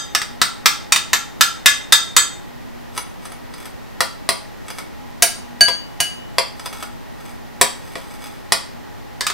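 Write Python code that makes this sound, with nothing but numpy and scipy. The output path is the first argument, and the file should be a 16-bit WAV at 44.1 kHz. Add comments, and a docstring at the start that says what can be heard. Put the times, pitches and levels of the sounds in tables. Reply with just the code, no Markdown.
"""A metal cup taps on the rim of a glass bowl, close to the microphone, ringing more as the flour shakes out.
Then a steel spoon rasps through the dry mix, its tip catching and slipping on the grains. It knocks on the
covered glass, clinks three times on the bare wall, and rattles against the cup as it is laid aside.
Each blow is a short crack plus ringing modes. A small hard kitchen answers, with a faint appliance hum
behind it all, and the loud blows overload the microphone."""
import sys
import numpy as np
from scipy import signal
from scipy.fft import rfft, irfft
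from scipy.io import wavfile

SR = 44100
rng = np.random.default_rng(int(sys.argv[2]) if len(sys.argv) > 2 else 0)


def transcribe(signal):
    """Save signal, clipped to [-1, 1], as a 16-bit WAV file at the path in sys.argv[1]."""
    frames = np.atleast_2d(signal).T
    limited = np.clip(frames, -1, 1)
    pcm = np.round(limited * 32767).astype(np.int16)
    wavfile.write(sys.argv[1], SR, pcm)


N = 411453

# Cup on the rim, with rebounds; spoon against the cup: (time [s], level [dB], favoured pitch [Hz])
RIM_TAPS = [(-.06, -2, 5450), (.1495, -12, 1660), (.2163, -22.5, 1330), (.4159, -9.5, 1320),
            (.658, -6, 1330), (.922, -7.5, 2040), (.9608, -14.5, 3960), (1.132, -10.5, 1510),
            (1.149, -23.5, 1320), (1.4093, -6, 1430), (1.659, -4.5, 1850), (1.9233, -5, 4040),
            (2.1652, -6.5, 7600)]
SPOON_RATTLE = [(9.208, -19, 1750), (9.2671, -17, 4900), (9.301, -23, 1330)]
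# Ring of the cup: (frequency [Hz], energy share [dB], t60 [s])
CUP_MODES = [(1310, -10, .08), (1365, -14, .1), (1665, -13, .1), (1712, -9, .2), (3222, -10, .16),
             (3596, -6, .11), (3648, -1, .14), (4759, -16, .25), (6285, -9, .17), (6860, -10, .07),
             (7745, -14, .27), (7812, -14, .12), (1170, -15, .08), (2040, -14, .04), (4945, -12, .06),
             (6030, -15, .1), (9410, -10, .025), (12560, -14, .04)]
# Its crack of contact, a blur of short-lived modes: (frequency [Hz], relative density [dB])
CUP_CRACK_SPECTRUM = [(60, -23.5), (650, -6.5), (1300, 5.5), (2500, 3), (3500, 1.5), (4900, 4), (7200, -1),
                      (7900, 0), (9500, 0.5), (10300, -15.5), (11800, -13), (12600, -4), (14200, -13.5),
                      (15500, -9.5)]

def metal_cup(room, full_ring_db=-12, empty_ring_db=-1.5, empty_s=1.8):
    """Flour damps the cup, so it rings more freely as it empties; at the end the spoon rattles on it."""
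    emptied = np.clip(np.transpose(RIM_TAPS)[0] / empty_s, 0, 1) ** 2
    ring_db = full_ring_db + (empty_ring_db - full_ring_db) * emptied
    taps = struck(RIM_TAPS, ring_db, tilt_db=-0.55, hardening=0.19)
    rattle = struck(SPOON_RATTLE, ring_db=-9, tilt_db=-1.6, hardening=0.27)
    return blows(np.vstack([taps, rattle]), CUP_MODES, CUP_CRACK_SPECTRUM, room,
                 crack_t60=0.028, modes_db=0.5, favour_db=10.5, favour_octaves=0.16)


# Spoon on covered glass: (time [s], level [dB], brightness [dB/octave])
COVERED_KNOCKS = [(4.0057, -13.5, -1), (4.290, -14, -0.35), (5.683, -20.5, -2.3), (6.3833, -13, -1.6),
                  (7.6124, -7.5, -0.6), (7.9549, -28, -4.5), (8.5214, -11, 0.5)]
# Ring of the spoon: (frequency [Hz], energy share [dB], t60 [s])
SPOON_MODES = [(534, -16.5, 0.076), (677, -12, 0.057), (981, -17.5, 0.31), (1137, -8.5, 0.024),
               (1927, -10.5, 0.036), (2130, -25, 0.027), (2290, -35, 0.014), (3180, -21, 0.28),
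               (3380, -9, 0.014), (4700, -17.5, 0.21), (4870, -36, 0.13), (7520, -13.5, 0.024),
               (8050, -21, 0.032), (9340, -12, 0.02), (9790, -19, 0.043), (10860, -11.5, 0.036)]
# Its crack of contact: (frequency [Hz], relative density [dB])
SPOON_CRACK_SPECTRUM = [(60, -31), (380, -6), (1000, -1.5), (1500, -3.5), (2100, -1), (2900, -6),
                        (3400, -5.5), (4900, 1.5), (6900, -15.5), (8000, -5.5), (9400, -5), (10200, -21),
                        (13700, -12), (14400, -20)]

def spoon_knocks(room, ring_db=-5, favoured_hz=1900):
    """Steel meets glass through a layer of powder, which damps every knock alike."""
    knocks = [(s, db, tilt_db, ring_db, favoured_hz) for s, db, tilt_db in COVERED_KNOCKS]
    return blows(knocks, SPOON_MODES, SPOON_CRACK_SPECTRUM, room,
                 crack_t60=0.03, modes_db=5.5, favour_db=-0.3, favour_octaves=0.12)


# Spoon on bare glass: (time [s], level [dB], brightness [dB/octave], ring [dB], favoured pitch [Hz])
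WALL_CLINKS = [(5.2228, -5.5, 0.9, -9.5, 9300), (5.6086, -16, -1.85, 11, 4330),
               (6.0027, -14, 0, -2.5, 3030)]
# Ring of the bowl: (frequency [Hz], energy share [dB], t60 [s])
BOWL_MODES = [(1631, -2, .34), (2948, -5, .42), (4589, 0, .3), (6546, -9, .22), (8755, -5, .18),
              (10275, -11, .15), (6000, -11, .03), (9070, -13, .13), (12110, -17, .12)]
# Its crack of contact: (frequency [Hz], relative density [dB])
BOWL_CRACK_SPECTRUM = [(60, -10.5), (590, -1), (690, 11.5), (800, -3), (1900, 0), (2400, 3), (4500, -3),
                       (6300, 5), (7900, -4), (8700, 1), (10400, 5), (11300, -5), (16000, -8)]

def bowl_clinks(room):
    """The spoon strikes the bare wall and sets the glass ringing."""
    return blows(WALL_CLINKS, BOWL_MODES, BOWL_CRACK_SPECTRUM, room,
                 crack_t60=0.044, modes_db=-4, favour_db=10, favour_octaves=0.33)


# Slips of the spoon's tip: (time [s], level [dB], favoured pitch [Hz])
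TIP_SLIPS = [(2.9767, -25, 9700), (3.2541, -36, 9700), (3.3195, -40, 9700), (3.539, -40, 4950),
             (3.6553, -37.5, 11350), (4.6823, -38, 8450), (4.703, -33.5, 5000), (4.7846, -31.5, 2280),
             (6.596, -37, 5030), (6.6593, -29, 5100), (6.7282, -36.5, 5200), (6.826, -31, 1320)]
# Ring of the tip: (frequency [Hz], energy share [dB], t60 [s])
TIP_MODES = [(1307, -6, 0.046), (2230, -8.5, 0.055), (3384, -9.5, 0.028), (4860, -12, 0.026),
             (4960, -18.5, 0.16), (6130, -12, 0.028), (7980, -15.5, .015), (8200, -13, 0.033),
             (9740, -12.5, .04), (11230, -18, 0.16), (12200, -19, .008)]
# Rasp of grains under the tip: (frequency [Hz], relative density [dB])
RASP_SPECTRUM = [(200, -2), (800, 10.5), (5000, -0.5), (7000, -8.5), (9000, 0), (10400, -10), (13300, -7),
                 (14500, -14)]

def tip_slips(room):
    """The tip catches and slips with a small ringing tick."""
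    slips = struck(TIP_SLIPS, ring_db=2, tilt_db=-0.04, hardening=0)
    return blows(slips, TIP_MODES, RASP_SPECTRUM, room,
                 crack_t60=0.045, modes_db=0.5, favour_db=6.5, favour_octaves=0.21)


# Sweeps of the spoon through the powder: (middle time [s], relative level [dB], half length [s])
SPOON_SWEEPS = [(3.62, -43, 0.047), (6.78, -40, 0.052), (7.27, -47.5, .06), (8.06, -45.5, 0.21),
                (8.253, -36.5, 0.023)]

def spoon_pressure(t, grind_lead_s=0.0045, grind_half_s=0.021, grind_db=-12.5):
    """Force of the spoon on the powder: long sweeps, and a short grind leading into each slip."""
    grinds = [(s - grind_lead_s, db + grind_db, grind_half_s) for s, db, _ in TIP_SLIPS]
    swells = SPOON_SWEEPS + grinds
    return np.sqrt(sum(amp(db) ** 2 * np.exp(-((t - s) / half) ** 2) for s, db, half in swells))


def stirring(room, grains_per_s=600, grain_spread_db=4.5, hiss_db=-6, ring_db=-4):
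    """Sugar grains are crushed between steel and glass; each one rings the tip of the spoon."""
    t = np.arange(N) / SR
    sizes = amp(grain_spread_db * np.minimum(rng.exponential(1, N), 4)) * rng.choice([-1, 1], N)
    grains = sizes * (rng.random(N) < grains_per_s / SR)
    age = t[:SR // 4]
    tip = sum(amp(db) * unit(np.cos(2 * np.pi * hz * age) * amp(-60 * age / t60))
              for hz, db, t60 in TIP_MODES)
    hiss = amp(hiss_db) * unit(colour(grains, RASP_SPECTRUM))
    ring = amp(ring_db) * unit(signal.oaconvolve(grains, tip)[:N])
    return at_microphone(spoon_pressure(t) * (hiss + ring), room)


def struck(rows, ring_db, tilt_db, hardening):
    """A harder blow is a shorter contact, so brighter: hardening is dB/octave per dB over the mean."""
    s, db, favoured_hz = np.transpose(rows)
    brightness = tilt_db + hardening * (db - db.mean())
    return np.column_stack([s, db, brightness, ring_db + np.zeros(len(s)), favoured_hz])


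def blows(rows, modes, spectrum, room, crack_t60, modes_db, favour_db, favour_octaves, spread_db=1):
    """Each blow is a short crack plus ringing modes, as mid and side."""
    t = np.arange(SR * 3 // 4) / SR
    hz, mode_db, _ = np.transpose(modes)
    octaves = np.log2(hz / 3000)
    waves = ringing(modes, room, t)
    cracks, rings = np.zeros(N), np.zeros((2, N))
    norm = np.sqrt(.01 * SR / len(t))  # levels count the energy as if it came within 10 ms
    for s, db, tilt_db, ring_db, favoured_hz in rows:
        burst = rng.standard_normal(len(t)) * amp(-60 * t / crack_t60)
        add(cracks, s, norm * amp(db) * unit(colour(burst, spectrum, tilt_db)))
        # modes that move most at the point of contact take most of the blow
        favour = favour_db * np.exp(-(np.log2(hz / favoured_hz) / favour_octaves) ** 2)
        shares = amp(mode_db + favour + tilt_db * octaves + spread_db * rng.standard_normal(len(hz)))
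        phases = np.exp(2j * np.pi * rng.random(len(hz)))
        ring = np.tensordot(shares * phases, waves, 1).real
        for track, sound in zip(rings, ring):
            add(track, s, norm * amp(db + ring_db + modes_db) * sound)
    return at_microphone(cracks, room) + rings


def ringing(modes, room, t, side_db=-1):
    """Each mode beats with its own reflections: complex waves, modes x (mid, side) x time."""
    hz, _, t60 = np.transpose(modes)
    waves = np.exp(np.outer(2j * np.pi * hz - np.log(1000) / t60, t))
    waves = signal.fftconvolve(waves[:, None], room[None], axes=2)[..., :len(t)]
    waves /= waves.real.std(2, keepdims=True)
    waves[:, 1] *= amp(read(ROOM_WIDTH, hz) + side_db)[:, None]
    return waves


# Decay of the kitchen: (frequency [Hz], t60 [s])
ROOM_DECAY = [(150, .22), (500, .33), (1000, .38), (4000, .4), (8000, .35), (15000, .25)]
# Width of its reflections at the microphone: (frequency [Hz], side against mid [dB])
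ROOM_WIDTH = [(200, -2.5), (1000, -2.5), (2500, -5.5), (5000, -8), (8000, -2), (13000, -15.5)]

def kitchen(wet_db=-1, early_db=4, early_t60=0.095, gap_s=0.00092):
    """Mid and side response near the bowl: direct sound, quick table and wall echoes, a short tail."""
    hz, t, noise = signal.stft(rng.standard_normal((2, SR * 3 // 4)), SR, nperseg=256)
    diffuse = amp(-60 * t / read(ROOM_DECAY, hz)[:, None])
    early = amp(early_db - 60 * t / early_t60)
    reflections = noise * (diffuse + early)
    reflections[1] *= amp(read(ROOM_WIDTH, hz))[:, None]
    tail = signal.istft(reflections, SR, nperseg=256)[1]
    tail *= 1 - np.exp(-(np.arange(tail.shape[1]) / SR / gap_s) ** 2)
    response = amp(wet_db) * tail / np.linalg.norm(tail[0])
    response[0, 0] += 1  # direct sound, dead centre
    return response


def at_microphone(x, room):
    """A dry sound as it reaches the close microphone, as mid and side."""
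    return signal.oaconvolve(x[None], room, axes=1)[:, :N]


# Still air of the kitchen: (frequency [Hz], relative density [dB])
AIR_SPECTRUM = [(25, -7.5), (200, -7), (500, -7), (850, -4.5), (1300, -9), (1900, -11.5), (5400, -20.5),
                (8000, -26.5), (10500, -28.5), (12500, -25.5), (15500, -29)]
# Its width: (frequency [Hz], side against mid [dB])
AIR_WIDTH = [(60, 17), (130, 16), (290, 14), (640, 3.5), (1410, -3), (3100, -5), (6820, -3), (15000, -14.5)]
# Appliance hum and fan tones: (frequency [Hz], bandwidth [Hz], level [dB])
APPLIANCE_TONES = [(113, 1, -74.5), (240.2, 4.6, -52), (830, 3.4, -51.5), (954, 21, -60), (1885, 170, -54)]

def room_tone(air_db=-43, hum_side_db=-3):
    """Steady air, very wide in the bass, with the wavering tones of an appliance; left and right."""
    f = np.fft.rfftfreq(N, 1 / SR)
    air_gain = amp(read(AIR_SPECTRUM, f))
    air = np.array([shaped_noise(air_gain), shaped_noise(air_gain * amp(read(AIR_WIDTH, f)))])
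    air *= amp(air_db) / air[0].std()
    hum_gain = sum(amp(db) * np.sqrt(SR / 2 / width) / (1 + (2 * (f - hz) / width) ** 2)
                   for hz, width, db in APPLIANCE_TONES)
    hum = np.array([shaped_noise(hum_gain), amp(hum_side_db) * shaped_noise(hum_gain)])
    mid, side = air + hum
    return np.array([mid + side, mid - side])


def amp(db):
    """Decibels to gain."""
    return 10 ** (np.asarray(db) / 20)


def unit(x):
    """Scales to an rms of 1."""
    return x / np.sqrt(np.mean(x ** 2) + 1e-20)


def read(points, hz):
    """Reads a table along a logarithmic frequency axis."""
    f, value = np.transpose(points)
    return np.interp(np.log(hz + 1), np.log(f + 1), value)


def add(mix, s, sound):
    """Adds a sound at time s, dropping what lies outside."""
    at = round(s * SR)
    sound = sound[max(-at, 0):]
    part = mix[max(at, 0):][:len(sound)]
    part += sound[:len(part)]


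def shaped_noise(gain):
    """White noise weighted by a gain for each frequency."""
    return irfft(rfft(rng.standard_normal(N)) * gain, N)


def colour(x, points, tilt_db=0, size=2048):
    """Causal filter, so that attacks stay sharp; the tilt, in dB/octave, pivots at 3 kHz."""
    hz = abs(np.fft.fftfreq(size, 1 / SR))
    octaves = np.log2(np.maximum(hz, 300) / 3000)
    log_gain = np.log(amp(read(points, hz) + tilt_db * octaves))
    taps = np.fft.ifft(np.exp(np.conj(signal.hilbert(log_gain)))).real
    return signal.oaconvolve(x, taps[:size // 2])[:len(x)]


def scene():
    """Cup, spoon and bowl close up, the kitchen behind them, in stereo."""
    room = kitchen()
    mid, side = metal_cup(room) + spoon_knocks(room) + tip_slips(room) + bowl_clinks(room) + stirring(room)
    return np.array([mid + side, mid - side]) + room_tone()


def record(dry):
    """The loudest blows overload the close microphone and clip flat; the band ends at 15.8 kHz."""
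    clipped = np.clip(dry, -1, 1)
    lowpass = signal.firwin(511, 15800, window=("kaiser", 9), fs=SR)
    return signal.oaconvolve(clipped, lowpass[None], "same")


dry = scene()
out = record(dry)
transcribe(out)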